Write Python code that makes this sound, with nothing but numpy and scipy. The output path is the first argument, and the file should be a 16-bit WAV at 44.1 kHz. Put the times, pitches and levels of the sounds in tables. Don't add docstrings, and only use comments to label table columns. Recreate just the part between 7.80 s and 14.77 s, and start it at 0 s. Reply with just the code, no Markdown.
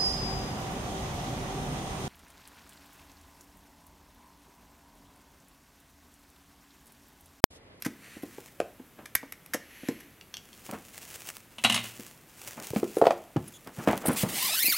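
import sys
import numpy as np
from scipy import signal
from scipy.fft import rfft, irfft, next_fast_len
from scipy.io import wavfile
from scipy.ndimage import map_coordinates

SR = 44100
rng = np.random.default_rng(int(sys.argv[2]) if len(sys.argv) > 2 else 0)


def dump(signal):
    limited = np.clip(np.atleast_2d(signal).T, -1, 1)
    pcm = np.round(limited * 32767).astype(np.int16)
    wavfile.write(sys.argv[1], SR, pcm)


N = 307377
TIME = np.arange(N) / SR
AGE = np.arange(SR // 3) / SR
TOP_HZ = 15900


# start_s, level_db, pitch_hz, relative_crack_db, cycles_to_peak
BOX_BLOWS = [(0.061, -18.5, 260, -15, 0.77), (0.366, -33.5, 285, -21, 0.78), (0.432, -26, 298, -17.5, 0.96),
             (0.582, -30, 417, -11.5, 0.68), (0.801, -17, 466, 1.5, 0.59), (0.996, -36.5, 266, -14, 1.13),
             (1.429, -38, 268, -3.5, 1.43), (1.744, -26, 287, 0.5, 1.06), (2.032, -32.5, 270, -15, 0.77),
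             (2.086, -16, 286, -15, 0.82), (2.924, -40, 242, 2.5, 0.85), (4.194, -31, 260, -23, 0.53),
             (4.904, -29, 125, -8.5, 0.61), (4.933, -21.5, 430, -19, 0.78), (4.96, -16, 222, -8.5, 0.96),
             (5.029, -14, 394, -19.5, 0.95), (5.168, -15, 416, -14, 1.1), (5.214, -6.5, 646, -14.5, 1),
             (5.221, -5, 500, -19.5, 0.78), (5.239, -14, 684, -13, 0.86), (5.254, -19, 690, -3, 1.2),
             (5.267, -5.5, 600, -7.5, 0.92), (5.306, -13, 660, -3.5, 0.98), (5.56, -13.5, 303, -17, .6),
             (5.565, -17.5, 153, -8, 0.78), (5.98, -27, 154, -32, 0.88), (6.074, -12, 283, -5.5, .7),
             (6.088, -31, 243, 6.5, 1), (6.13, -24, 690, 4.5, 0.54), (6.254, -17, 670, -25, 0.65),
             (6.283, -13.5, 258, -17, 0.41), (6.294, -13.5, 232, -14.5, 0.65), (6.432, -15, 180, -10, .7),
             (6.842, -33.5, 295, -5, 0.74), (6.881, -28.5, 288, -10, 0.6)]
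# pitch_hz, level_db, t60_s
BOX_MODES = [(214.3, -14, 0.33), (352, -2, 0.23), (462.4, 6.5, 0.091), (640, -2.5, 0.061), (804, 3, 0.054),
             (1043, -10.5, 0.18), (1383, -19, 0.21)]
# frequency_hz, density_db
CRACK_SPECTRUM = [(100, -42.5), (500, 15), (1200, -2), (2500, -13), (10000, -32), (16000, -42)]

def box_knocks(crack_t60_s_per_cycle=0.025, ring_db=-23, partial_db=-14):
    track = np.zeros(N)
    for start_s, db, hz, crack_db, cycles in BOX_BLOWS:
        progress = AGE * hz / cycles
        swell = progress ** 2 * np.exp(2 * (1 - progress))
        phase = 2 * np.pi * hz * AGE
        flex = swell * (np.sin(phase) + amp(partial_db) * np.sin(1.598 * phase))
        body_gain = amp(ring_db + np.log2(cycles))
        body = body_gain * ring(BOX_MODES) * attack(0.0015)
        crack = amp(crack_db + 5.5) * burst(CRACK_SPECTRUM, t60_s=crack_t60_s_per_cycle * cycles)
        blow = flex + body + crack
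        add(track, start_s + 0.00102, amp(db) * (blow + amp(-8.5) * room(blow)))
    return track


# time_s, rate_hz
WALL_RATE = [(6.55, 700), (6.61, 930), (6.66, 1120), (6.69, 900), (6.708, 600), (6.73, 660), (6.762, 1700),
             (6.785, 1530), (6.815, 1920), (6.857, 2650), (6.885, 2400), (6.91, 2280), (6.93, 1400),
             (6.945, 1100), (6.97, 1550)]
# time_s, rate_hz
EDGE_RATE = [(6.55, 710), (6.66, 1070), (6.72, 1300), (6.76, 1320), (6.80, 1680), (6.85, 2050),
             (6.90, 2250), (6.93, 1850), (6.97, 2460)]
# frequency_hz, gain_db
WALL_SPECTRUM = [(300, -15), (700, 6.5), (1500, -4), (2500, -2), (3300, -4), (5200, -9), (6500, -6),
                 (8500, -20), (10300, 1.5), (11500, -1), (12800, 3.5), (16000, -3)]
EDGE_SPECTRUM = [(1000, -16), (2200, 0.5), (3600, 5), (4500, 6), (5400, 4), (6400, -5), (8800, 0.5),
                 (10300, -14), (11500, -2), (13000, -5), (14500, -14)]
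SLIP_REFERENCE_HZ = 1000

def lid_squeak(start_s=6.54, rise_s=0.098, wall_db_per_octave=5.5, edge_db_per_octave=1):
    wall_hz = np.interp(TIME, *np.transpose(WALL_RATE))
    edge_hz = np.interp(TIME, *np.transpose(EDGE_RATE))
    tug_db = 2 * np.exp(-((TIME - 6.855) / 0.023) ** 2)
    wall_db = -35.5 + wall_db_per_octave * np.log2(wall_hz / SLIP_REFERENCE_HZ) + tug_db
    edge_db = -32.5 + edge_db_per_octave * np.log2(edge_hz / SLIP_REFERENCE_HZ)
    wall = amp(wall_db) * stick_slip(wall_hz, WALL_SPECTRUM, jitter=0.034, wander=0.025)
    edge = amp(edge_db) * stick_slip(edge_hz, EDGE_SPECTRUM, jitter=0.032, wander=0.04)
    return (wall + edge) * np.clip((TIME - start_s) / rise_s, 0, 1)


def stick_slip(rate_hz, spectrum, jitter, wander):
    hz = rate_hz * (1 + jitter * wobble(1200) + wander * wobble(110))
    phase = 2 * np.pi * np.cumsum(hz) / SR
    pulses = sum(np.cos(k * phase) * (k * hz < TOP_HZ) for k in range(1, 15))
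    grip = amp(3 * wobble(100) + 2 * wobble(500))
    return unit(colour(pulses, spectrum) * grip) * np.sqrt(np.abs(hz) / rate_hz[0])


# start_s, length_s, level_db, rise_s
LID_PULLS = [(6.243, 0.248, -43.5, 0.014), (6.358, 0.074, -31, 0.0145), (6.484, 0.019, -37, 0.0079),
             (6.485, 0.68, -30, 0.088)]
# frequency_hz, gain_db
SLIDE_SPECTRUM = [(150, -16), (600, -2), (1300, -5), (2200, 9.5), (4300, 5.5), (6000, 4), (8500, 8),
                  (12500, 4), (16000, 5.5)]

def lid_hiss(db_per_octave=-5):
    rasp = colour(grains(rate_hz=12000, spread_db=-1), SLIDE_SPECTRUM)
    lag_s = 0.001 * (1 + 0.12 * wobble(30))
    reflection = map_coordinates(rasp, [(TIME - lag_s) * SR])
    motion = sum(amp(db) * push(start_s, length_s, rise_s, stop_s=0.0054)
                 for start_s, length_s, db, rise_s in LID_PULLS)
    edge_hz = np.interp(TIME, *np.transpose(EDGE_RATE))
    octaves_above = np.maximum(np.log2(edge_hz / SLIP_REFERENCE_HZ), 0)
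    return motion * unit(rasp + reflection / 2) * amp(db_per_octave * octaves_above)


# start_s, level_db, length_s
CORNER_SLIPS = [(6.258, -28.5, 0.0072), (6.269, -25.5, 0.0055), (6.278, -28.5, 0.0114),
                (6.316, -37, 0.0045), (6.328, -36, 0.011)]
# frequency_hz, density_db
CHIRP_SPECTRUM = [(3000, -14), (7000, -19), (8800, -2), (10000, -1.5), (11400, -2), (12500, -9),
                  (16000, -10.5)]

def corner_chirps():
    gain = sum(amp(db) * push(start_s, length_s, rise_s=0.0011, stop_s=0.00098)
               for start_s, db, length_s in CORNER_SLIPS)
    return gain * noise(CHIRP_SPECTRUM, N)


# start_s, level_db, relative_tick_db
KNIFE_BOUNCES = [(3.783, -22, -22), (3.838, -11, -5.5), (3.8456, -5, -12), (3.8485, -2, -34),
                 (3.8564, -21, -18), (3.8967, -9, -8), (3.8995, -14.5, -17), (3.923, -11.5, -7),
                 (3.9433, -10, -3.5), (3.9611, -11.5, -13), (3.976, -15, -16), (4.0526, -29, -21)]
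# pitch_hz, level_db, t60_s
KNIFE_MODES = [(115, -12.5, 0.55), (232, 2, 0.21), (2040, 9, 0.052), (2883, 18.5, 0.026), (3884, 9, 0.03),
               (9000, 5, .04)]
# frequency_hz, density_db
SHELF_SPECTRUM = [(50, -47), (100, -15), (220, 11.5), (400, -19), (620, 2.5), (1100, 1.5), (1600, -6.5),
                  (2100, 1), (2950, 6.5), (4200, -3), (5200, -16), (9700, -20), (16000, -40)]
TICK_SPECTRUM = [(2000, -18), (6000, -3), (9500, -2.5), (13500, -15), (16000, -35)]

def knife_clatter(contact_t60_s=0.03):
    track = np.zeros(N)
    for start_s, db, tick_db in KNIFE_BOUNCES:
        thud = burst(SHELF_SPECTRUM, contact_t60_s)
        tick = amp(tick_db + 1) * burst(TICK_SPECTRUM, contact_t60_s)
        clack = (amp(-6) * (thud + tick) + amp(-28.5) * ring(KNIFE_MODES)) * attack(0.0016)
        add(track, start_s, amp(db) * (clack + amp(-4) * room(clack)))
    return track


# start_s, level_db, length_s, relative_steel_db
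BLADE_SKIDS = [(.022, -33.5, 0.0024, 1), (0.048, -35.5, 0.019, -13), (0.422, -54, 0.017, 1.5),
               (0.68, -54.5, 0.007, -17), (1.256, -41, 0.0054, -9), (1.351, -23, 0.0047, 5.5),
               (1.522, -40, 0.0039, 3.5), (1.661, -44.5, 0.0012, 4.5), (1.7352, -28.5, 0.012, -9),
               (2.085, -29.5, 0.0019, -23), (2.201, -50.5, 0.01, -3)]
# frequency_hz, density_db
TEAR_SPECTRUM = [(150, -51), (600, -8.5), (1200, 2.5), (1900, 12.5), (2800, 2.5), (4200, -4), (5400, 3),
                 (7000, -1.5), (9000, -2.5), (13000, -3.5), (16000, -16)]
STEEL_SPECTRUM = [(3000, -17), (9500, -23), (10900, -10), (11600, 0), (12300, -7), (13400, -22),
                  (16000, -33)]

def blade_skids():
    track = np.zeros(N)
    for start_s, db, length_s, steel_db in BLADE_SKIDS:
        stroke = attack(0.0005) * np.exp(-np.maximum(AGE - length_s, 0) / 0.0015)
        tear = stroke * noise(TEAR_SPECTRUM, len(AGE))
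        steel = amp(steel_db) * stroke * noise(STEEL_SPECTRUM, len(AGE))
        add(track, start_s, amp(db) * (tear + steel + amp(-8) * room(tear + 0.22 * steel)))
    return track


# peak_s, level_db, length_s
NEAR_STROKES = [(.26, -51.5, 0.12), (.34, -51, 0.16), (.54, -58, 0.1)]
FAR_STROKES = [(1.96, -52.5, .3), (2.08, -47.5, 0.16), (2.22, -60.5, 0.18)]
# frequency_hz, gain_db
NEAR_SPECTRUM = [(900, -5), (1900, 9.5), (2600, 6), (3500, -3), (4400, 0.5), (5100, -10), (6000, -1),
                 (6700, -8), (7500, 0), (8100, -12), (9100, 3), (10400, -16), (11700, -2), (14000, -22)]
FAR_SPECTRUM = [(900, -19), (1800, 7.5), (2900, 4.5), (3600, -5), (4300, -2), (5000, -11), (5900, -4),
                (9000, -15), (10500, -4), (11400, 1), (12300, -7), (15000, -19)]

def blade_drag(strokes, spectrum, drift_octaves=0.012):
    speed = 2 ** (drift_octaves * wobble(15))
    rasp = colour(grains(rate_hz=9000, spread_db=3), spectrum)
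    drifting = map_coordinates(rasp, [np.cumsum(speed)], order=5, mode="wrap")
    return swells(strokes, rise_share=0.43) * drifting


# start_s, level_db
SLIDER_NOTCHES = [(2.411, -32), (2.541, -21), (2.569, -24.5), (2.73, -32)]
# frequency_hz, density_db
CLICK_SPECTRUM = [(1200, -12.5), (2500, -4.5), (3150, 9), (3900, -11), (4400, 2), (5000, -8), (5700, 2),
                  (7000, -12), (13000, -14), (15000, -24)]

def slider_clicks():
    track = np.zeros(N)
    for start_s, db in SLIDER_NOTCHES:
        click = burst(CLICK_SPECTRUM, t60_s=0.015)
        add(track, start_s, amp(db - 7) * (click + amp(-7) * room(click)))
    return track


# peak_s, level_db, length_s
PALM_GRIPS = [(1.19, -51.5, 0.039), (2.893, -42.5, 0.013), (2.935, -42, 0.031), (4.78, -49, 0.056),
              (5.87, -48.5, 0.031), (5.995, -47, 0.082), (6.085, -29.5, 0.046), (6.24, -44.5, 0.088),
              (6.288, -37, 0.069), (6.44, -44.5, 0.15)]
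# frequency_hz, gain_db
PALM_SPECTRUM = [(50, -7), (110, -4), (220, 5.5), (450, -0.5), (1000, -4), (2200, -11.5), (10000, -45)]

def palm_rubs(cutoff_hz=4000):
    catches = grains(rate_hz=2000, spread_db=3)
    softened = signal.sosfilt(signal.butter(2, cutoff_hz, "lowpass", fs=SR, output="sos"), catches)
    rub = swells(PALM_GRIPS, rise_share=0.17) * colour(softened, PALM_SPECTRUM)
    return amp(8) * (rub + amp(-12) * room(rub))


# start_s, level_db, length_s, pitch_hz
FINGER_SLIPS = [(5.162, -49, 0.033, 9750), (5.678, -42.5, .006, 10300), (5.737, -53, 0.036, 3460)]

def finger_squeaks(jitter_hz=220, overtone_db=-0.5, hiss_db=-4):
    track = np.zeros(N)
    hiss = amp(hiss_db) * noise(CHIRP_SPECTRUM, N)
    for start_s, db, length_s, hz in FINGER_SLIPS:
        phase = 2 * np.pi * np.cumsum(hz + jitter_hz * wobble(1500)) / SR
        tone = np.sin(phase) + amp(overtone_db) * np.sin(2 * phase) * (2 * hz < TOP_HZ)
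        track += amp(db) * push(start_s, length_s, rise_s=0.001, stop_s=0.0034) * (tone + hiss)
    return track


# peak_s, level_db, length_s
SHIRT_RUBS = [(.605, -53.5, 0.29), (2.9, -48, 0.23), (3.18, -45, 0.15), (3.33, -44, 0.16),
              (3.49, -44.5, 0.2), (3.57, -47.5, 0.062), (4.06, -42.5, 0.22), (4.26, -48.5, 0.2),
              (4.69, -41.5, 0.13), (4.875, -39.5, 0.062), (4.975, -41.5, 0.15), (5.15, -47.5, 0.47),
              (5.688, -49.5, 0.098), (6.11, -45, 0.23), (6.21, -45, 0.074)]
# start_s, level_db
FOLD_FLICKS = [(2.912, -18.5), (3.179, -19), (3.472, -18.5), (3.4887, -15), (3.5018, -20.5), (3.5678, -20),
               (4.0406, -19.5), (4.058, -29), (4.6164, -22), (4.709, -21), (4.8, -21.5), (4.87, -17),
               (4.904, -17), (4.95, -27), (5.8737, -26), (6.1769, -13)]
# frequency_hz, gain_db
CLOTH_SPECTRUM = [(59, -41), (100, 7), (266, -13.5), (315, 1), (1330, -1.5), (2690, 1.5), (3860, -4),
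                  (6990, 0), (12900, -4.5), (16000, -2.5)]

def shirt_rustle():
    fibres = grains(rate_hz=8000, spread_db=3.5) + amp(-1) * grains(rate_hz=260, spread_db=4.2)
    surges = amp(3 * wobble(50))
    track = swells(SHIRT_RUBS, rise_share=0.63) * surges * colour(fibres, CLOTH_SPECTRUM)
    for start_s, db in FOLD_FLICKS:
        add(track, start_s, amp(db - 11) * burst(CLOTH_SPECTRUM, t60_s=0.01))
    return track


# frequency_hz, t60_s
ROOM_DECAY = [(100, 0.57), (500, 0.37), (3000, 0.45), (7000, 0.3), (12000, 0.24)]

def room(x, delay_s=0.006, early_db=7, early_s=0.0099):
    hz, seconds, bands = signal.stft(rng.standard_normal(SR // 2), SR, nperseg=256)
    decay = amp(-60 * seconds / along(ROOM_DECAY, hz)[:, None])
    tail = signal.istft(bands * decay, SR, nperseg=256)[1]
    tail *= 1 + amp(early_db) * np.exp(-np.arange(len(tail)) / SR / early_s)
    response = np.pad(tail / np.linalg.norm(tail), (round(delay_s * SR), 0))
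    return signal.fftconvolve(x, response)[:len(x)]


# frequency_hz, density_db
AMBIENT_SPECTRUM = [(15, -33), (25, 9.5), (70, 1.5), (223, 1), (734, -9), (1700, -10.5), (2610, -12.5),
                    (4610, -20.5), (9570, -20), (12200, -16), (16000, -21)]
PREAMP_SPECTRUM = [(15, -37), (25, 14.5), (261, -3.5), (1510, -19.5), (11400, -11), (15800, -15)]

def noise_floor(ambient_db=-56.5, preamp_db=-68.5):
    ambient = amp(ambient_db) * noise(AMBIENT_SPECTRUM, N)
    return np.array([ambient + amp(preamp_db) * noise(PREAMP_SPECTRUM, N) for channel in range(2)])


def amp(db):
    return 10 ** (np.asarray(db) / 20)


def unit(x):
    return x / np.sqrt(np.mean(x ** 2) + 1e-20)


def along(points, hz):
    frequencies, values = np.transpose(points)
    return np.interp(np.log(hz + 1), np.log(frequencies + 1), values)


def wobble(rate_hz):
    return map_coordinates(rng.standard_normal(int(N * rate_hz / SR) + 4), [TIME * rate_hz])


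def colour(x, spectrum):
    size = 2 * next_fast_len(len(x) // 2 + 2048)
    gain = amp(along(spectrum, np.fft.rfftfreq(size, 1 / SR)))
    cepstrum = irfft(np.log(gain))
    cepstrum[1:size // 2] *= 2
    cepstrum[size // 2 + 1:] = 0
    return unit(irfft(rfft(x, size) * np.exp(rfft(cepstrum)))[:len(x)])


def noise(spectrum, size):
    return colour(rng.standard_normal(size), spectrum)


def burst(spectrum, t60_s):
    return noise(spectrum, len(AGE)) * amp(-60 * AGE / t60_s)


def grains(rate_hz, spread_db):
    sizes = amp(spread_db * np.minimum(rng.exponential(size=N), 4))
    return unit((rng.random(N) < rate_hz / SR) * sizes * rng.choice([-1, 1], N))


def ring(modes):
    return sum(amp(db + 2 * rng.normal() - 60 * AGE / t60_s)
               * np.sin(2 * np.pi * hz * (1 + rng.normal() / 100) * AGE) for hz, db, t60_s in modes)


def attack(rise_s):
    return 1 - np.exp(-AGE / rise_s)


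def swells(rubs, rise_share):
    power = np.zeros(N)
    for peak_s, db, length_s in rubs:
        distance_s = np.maximum((peak_s - TIME) / rise_share, (TIME - peak_s) / (1 - rise_share))
        power += amp(db) ** 2 * np.exp(-2 * distance_s / length_s)
    return np.sqrt(power)


def push(start_s, length_s, rise_s, stop_s):
    release = np.exp(-np.maximum(TIME - start_s - length_s, 0) / stop_s)
    return np.clip((TIME - start_s) / rise_s, 0, 1) * release


def add(track, start_s, sound):
    start = max(round(start_s * SR), 0)
    track[start:start + len(sound)] += sound[:N - start]


def scene():
    box = box_knocks() + lid_squeak() + lid_hiss() + corner_chirps()
    cuts = blade_drag(NEAR_STROKES, NEAR_SPECTRUM) + blade_drag(FAR_STROKES, FAR_SPECTRUM)
    knife = knife_clatter() + blade_skids() + cuts + slider_clicks()
    handling = palm_rubs() + finger_squeaks() + shirt_rustle()
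    return box + knife + handling + noise_floor()


def record(dry, low_cut_hz=65):
    thinned = signal.sosfilt(signal.butter(2, low_cut_hz, "highpass", fs=SR, output="sos"), dry)
    size = next_fast_len(N + SR // 2)
    passband = np.fft.rfftfreq(size, 1 / SR) < TOP_HZ
    return irfft(rfft(thinned, size) * passband, size)[:, :N]


dry = scene()
out = record(dry)
dump(out)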